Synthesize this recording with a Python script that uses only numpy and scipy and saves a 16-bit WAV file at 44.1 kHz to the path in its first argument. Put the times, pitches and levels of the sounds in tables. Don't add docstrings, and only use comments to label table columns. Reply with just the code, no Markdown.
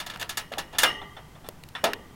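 import sys
import numpy as np
from scipy import signal
from scipy.fft import rfft, irfft, next_fast_len
from scipy.io import wavfile

SR = 44100
rng = np.random.default_rng(int(sys.argv[2]) if len(sys.argv) > 2 else 0)


def store_pcm(level_fs):
    pcm = np.round(np.clip(level_fs, -1, 1) * 32767).astype(np.int16)
    wavfile.write(sys.argv[1], SR, np.atleast_2d(pcm).T)


N = 94815

# f/Hz, relative level/dB
AIR_SPECTRUM = [(12, -1), (20, -8.5), (109, -7), (161, -6.5), (196, -10.5), (252, -13), (565, -21),
                (906, -19), (1300, -24), (2470, -30), (2920, -31), (4950, -34.5), (15500, -40)]
# t/s, level/dB, bass/dB, treble/dB, ring of the bars/dB, decay time factor
DOOR_BLOWS = [(0.0, -27.5, 1.5, -4.5, -3.5, 0.85), (0.063, -31.5, 3, -2.5, -5, 0.85),
              (0.098, -30.5, -4, -9, -10, 0.97), (0.136, -36.5, 8, -10.5, -9, 1.06),
              (0.196, -34.5, -1.5, -1, -17, 1.06), (0.2115, -27.5, 4.5, -5, -23, 0.92),
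              (0.292, -27.5, -4, -1, -8, 1.03), (0.3712, -23, -1.5, 1, -4, 0.86),
              (0.519, -35, 9, -11, 4, 1.36), (0.582, -23.5, 3, -3.5, -4.5, 0.81),
              (0.727, -43, 13.5, -10, -8, 1.4), (0.731, -42, 12.5, -19, -8, 1.3),
              (0.747, -37, 7, -18, -16, 1.24), (0.784, -16.5, -5, 2, -3.5, 1),
              (0.819, -30, 5, 0.5, 12, 2.1), (0.8321, -10.5, 3, -2.5, 0, 0.63),
              (0.864, -29.5, 5, -12, 4.5, 1.3), (1.8395, -18, 12.5, -6.5, -3.5, 1.07)]
# f/Hz, relative level/dB
CLATTER_SPECTRUM = [(100, -22), (220, -9.5), (400, -12.5), (700, -1), (1100, -4), (1700, -6), (2400, -4),
                    (3100, -4), (3550, -3.5), (5200, -5), (6800, -4.5), (9000, -7), (10200, -4.5),
                    (11500, -5), (15500, -7.5)]
# f/Hz, T60/s
CLATTER_DECAY = [(300, 0.15), (1000, 0.23), (3000, 0.18), (7000, 0.11), (15000, 0.036)]
# f/Hz, level/dB, T60/s
LATCHED_MODES = [(955, -29, 0.41), (1294, -16.5, 0.21), (1375, -17.5, 0.18), (1686, -10, 0.13),
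                 (1763, -8.5, 0.1), (1752, -25, 0.38), (2126, -24.5, 0.22), (2823, -13, 0.14),
                 (3452, -6.5, 0.053), (3547, -9, 0.074), (3695, -11, 0.083), (4250, -15, 0.085),
                 (4590, -13.5, 0.082), (6690, -2, 0.033), (8300, -18, 0.1), (9700, -20, .15),
                 (10130, -23, .16), (10100, -30, 0.26), (11800, -19, .08)]
# f/Hz, level/dB, T60/s, detuning to either side/Hz
BAR_CLUSTERS = [(408.4, -35, 0.91, 7.5), (861, -33, 0.78, 27.9), (1177, -32.5, 1.23, 29),
                (1894, -20.5, 0.62, 45.4), (2030, -31, 1.15, 48), (2892, -20, 0.49, 66),
                (3186, -35.5, 1.25, 60), (3660, -46, 0.89, 54), (5420, -21, 0.27, 170),
                (6280, -37, 0.5, 130), (8500, -27.5, 0.25, 160), (9940, -28.5, .27, 330)]
# f/Hz, relative level/dB
REVERB_SPECTRUM = [(100, -14), (400, -9), (1000, -5.5), (3000, -9.5), (6000, -27.5), (15000, -9)]
# f/Hz, T60/s
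REVERB_DECAY = [(200, 0.92), (1000, 0.26), (3000, 0.38), (12000, 0.16)]
# t/s, level/dB, bass/dB, treble/dB, decay time factor
DRY_TICKS = [(0.1602, -29, 6, -2, 0.44), (0.173, -37, -9, 2, 0.64), (0.227, -18, -24, -4, 0.81),
             (0.5375, -23, 7, -10, 0.45), (1.4876, -32.5, 19.5, 12, 0.67), (1.637, -35.5, -7, 2, 0.62),
             (1.688, -43, -12, 6.5, 1), (1.8402, -20, 10, 6, 0.94), (1.9338, -18.5, -12, -1.5, 0.86)]
# f/Hz, relative level/dB
TICK_SPECTRUM = [(150, -22), (600, -5.5), (1000, -7), (1400, -2.5), (1850, -1.5), (2200, -11), (2780, 0),
                 (3350, -10), (3950, -5.5), (5000, -9), (6500, -15.5), (15500, -14)]
# f/Hz, T60/s
TICK_DECAY = [(600, 0.025), (3000, 0.027), (12000, 0.012)]
# t/s, level/dB, decay time factor, frequency factor
TUB_KNOCKS = [(0.5165, -28, 0.71, 1.003), (0.575, -28.5, 0.77, 1.15), (1.4872, -29.5, 0.32, 0.84),
              (1.8356, -23.5, .8, 1.04), (1.8401, -15.5, 1, 0.97)]
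# f/Hz, level/dB, T60/s
PLASTIC_MODES = [(234, -20, 0.28), (450, -15.5, 0.31), (555, -1.5, 0.049), (690, 5.5, 0.023),
                 (702, -3.5, 0.16), (786, -5.5, 0.077)]
# t/s, level/dB
DOOR_JOLTS = [(0.787, -29), (0.834, -27), (0.861, -19.5)]
# f/Hz, level/dB, T60/s
FREE_DOOR_MODES = [(1238, -7, .11), (1912, -19, .4), (2847, 0, .25), (2879, -11, .28), (2982, -17, .42)]
# f/Hz, level/dB, T60/s
FRONT_MODES = [(300, -14, .22), (515, -2, .1), (757, -4, .13), (1205, -6, .18), (1308, -3, .15),
               (1435, -2, .15), (1626, 1, .15), (2091, -3, .17), (2380, -8, .14), (3150, -5, .17),
               (3484, -1, .085)]
# t/s, level/dB, bass/dB, treble/dB
PAW_TAPS = [(1.014, -38.5, 6.5, -7), (1.166, -37.5, 3.5, -3), (1.351, -48, 9, -17), (1.442, -46, 7.5, 4),
            (1.462, -44.5, -5, 9), (1.7505, -25.5, -10.5, -5)]
# f/Hz, level/dB, T60/s
PING_MODES = [(765, -3, 0.074), (1344, -7, 0.11), (1840, -9.5, 0.08), (1770, -11, 0.11), (3480, -2, 0.065),
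              (3580, -5, 0.039)]
# f/Hz, relative level/dB
TAP_SPECTRUM = [(150, -15), (500, 0), (900, 3), (1700, -4), (2600, -7.5), (3900, -8.5), (4900, -20.5),
                (8000, -24), (15000, -28)]

DEEP_HZ, BASS_HZ, MID_LOW_HZ, MID_HIGH_HZ, TREBLE_HZ = 110, 570, 1730, 3270, 7040
ATTACK_S, RING_S = 0.0017, 0.8


def undb(db):
    return 10 ** (np.asarray(db) / 20)


def curve_at(points, hz):
    freqs, values = np.array(points, float).T
    return np.interp(np.log(hz + 1e-3), np.log(freqs), values)


def add(out, start, sound):
    i = max(int(start * SR), 0)
    out[i:i + len(sound)] += sound[:len(out) - i]


def noise(colour, size):
    gain = undb(curve_at(colour, np.fft.rfftfreq(size, 1 / SR)))
    shaped = irfft(rfft(rng.standard_normal(size)) * gain, size)
    return shaped / shaped.std()


def rise(t, tau):
    return 1 - np.exp(-t / tau)


def fade(t, t60):
    return np.exp(-np.log(1000) * t / t60)


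def dense_modes(t, colour, t60s, length=1, count=9):
    spectrum, hz = rfft(noise(colour, len(t))), np.fft.rfftfreq(len(t), 1 / SR)
    centres = np.geomspace(100, 16000, count)
    out = np.zeros(len(t))
    for centre, weights in zip(centres, np.eye(count)):
        band = irfft(spectrum * curve_at(list(zip(centres, weights)), hz), len(t))
        out += band * fade(t, length * curve_at(t60s, centre))
    return out


def ring(t, modes, length=1):
    phases = rng.uniform(0, 2 * np.pi, len(modes))
    return sum(undb(db) * fade(t, t60 * length) * np.sin(2 * np.pi * hz * t + phase)
               for (hz, db, t60), phase in zip(modes, phases))


def contact(x, bass_db, treble_db):
    size = next_fast_len(2 * len(x))
    tone = [(DEEP_HZ, 0), (BASS_HZ / 2, bass_db), (BASS_HZ, bass_db),
            (MID_LOW_HZ, 0), (MID_HIGH_HZ, 0), (TREBLE_HZ, treble_db)]
    gain = undb(curve_at(tone, np.fft.rfftfreq(size, 1 / SR)))
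    cepstrum = irfft(np.log(gain), size)
    cepstrum[1:size // 2] *= 2
    cepstrum[size // 2:] = 0
    return irfft(rfft(x, size) * np.exp(rfft(cepstrum)), size)[:len(x)]


def room_tone(air_db=-48.5, hum_hz=62.5, hum_db=-61.5):
    hum = np.sin(2 * np.pi * hum_hz * np.arange(N) / SR)
    return undb(air_db) * noise(AIR_SPECTRUM, N) + undb(hum_db) * hum


def wire_door(clatter_db=0.5, door_db=2, bars_db=1, reverb_db=-15):
    out, t = np.zeros(N), np.arange(next_fast_len(int(RING_S * SR))) / SR
    for start, db, bass_db, treble_db, ring_db, length in DOOR_BLOWS:
        clatter = undb(clatter_db) * dense_modes(t, CLATTER_SPECTRUM, CLATTER_DECAY, length)
        door = undb(door_db) * ring(t, LATCHED_MODES, length)
        ringing = undb(bars_db + ring_db) * bars(t)
        reverb = undb(reverb_db) * dense_modes(t, REVERB_SPECTRUM, REVERB_DECAY)
        blow = (clatter + door + ringing + reverb) * rise(t, ATTACK_S)
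        add(out, start, undb(db) * contact(blow, bass_db, treble_db))
    return out


def bars(t, count=5):
    out = np.zeros(len(t))
    for hz, db, t60, spread in BAR_CLUSTERS:
        detuning = spread * (2 * (np.arange(count) + rng.random(count)) / count - 1)
        phase = 2 * np.pi * ((hz + detuning[:, None]) * t + rng.random((count, 1)))
        out += undb(db) * fade(t, t60) * np.sin(phase).sum(0) / np.sqrt(count)
    return out


def ticks(attack_s=0.00014):
    out, t = np.zeros(N), np.arange(SR // 10) / SR
    for start, db, bass_db, treble_db, length in DRY_TICKS:
        tick = dense_modes(t, TICK_SPECTRUM, TICK_DECAY, length) * rise(t, attack_s)
        add(out, start, undb(db) * contact(tick, bass_db, treble_db))
    return out


def tub(attack_s=0.0013):
    out, t = np.zeros(N), np.arange(SR // 2) / SR
    for start, db, length, pitch in TUB_KNOCKS:
        modes = [(hz * pitch, mode_db, t60) for hz, mode_db, t60 in PLASTIC_MODES]
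        add(out, start, undb(db) * ring(t, modes, length) * rise(t, attack_s))
    return out


def clank(landing_s=0.833, landing_db=-18.5, door_attack_s=0.0019):
    out, t = np.zeros(N), np.arange(int(RING_S * SR)) / SR
    add(out, landing_s, undb(landing_db) * ring(t, FRONT_MODES) * rise(t, ATTACK_S))
    for start, db in DOOR_JOLTS:
        add(out, start, undb(db) * ring(t, FREE_DOOR_MODES) * rise(t, door_attack_s))
    return out


def paws(noise_db=-3, bars_db=-2):
    out, t = np.zeros(N), np.arange(next_fast_len(int(RING_S * SR))) / SR
    for start, db, bass_db, treble_db in PAW_TAPS:
        ping = ring(t, PING_MODES)
        pat = undb(noise_db) * dense_modes(t, TAP_SPECTRUM, CLATTER_DECAY, length=0.91)
        tap = (ping + pat + undb(bars_db) * bars(t)) * rise(t, ATTACK_S)
        add(out, start, undb(db) * contact(tap, bass_db, treble_db))
    return out


def scene():
    return (room_tone() + wire_door() + ticks() + tub() + clank() + paws())[None]


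def record(dry, ceiling=0.72, cutoff_hz=15900):
    rounded = dry / (1 + (dry / ceiling) ** 4) ** 0.25
    return signal.sosfilt(signal.ellip(10, 0.2, 80, cutoff_hz, fs=SR, output="sos"), rounded)


dry = scene()
out = record(dry)
store_pcm(out)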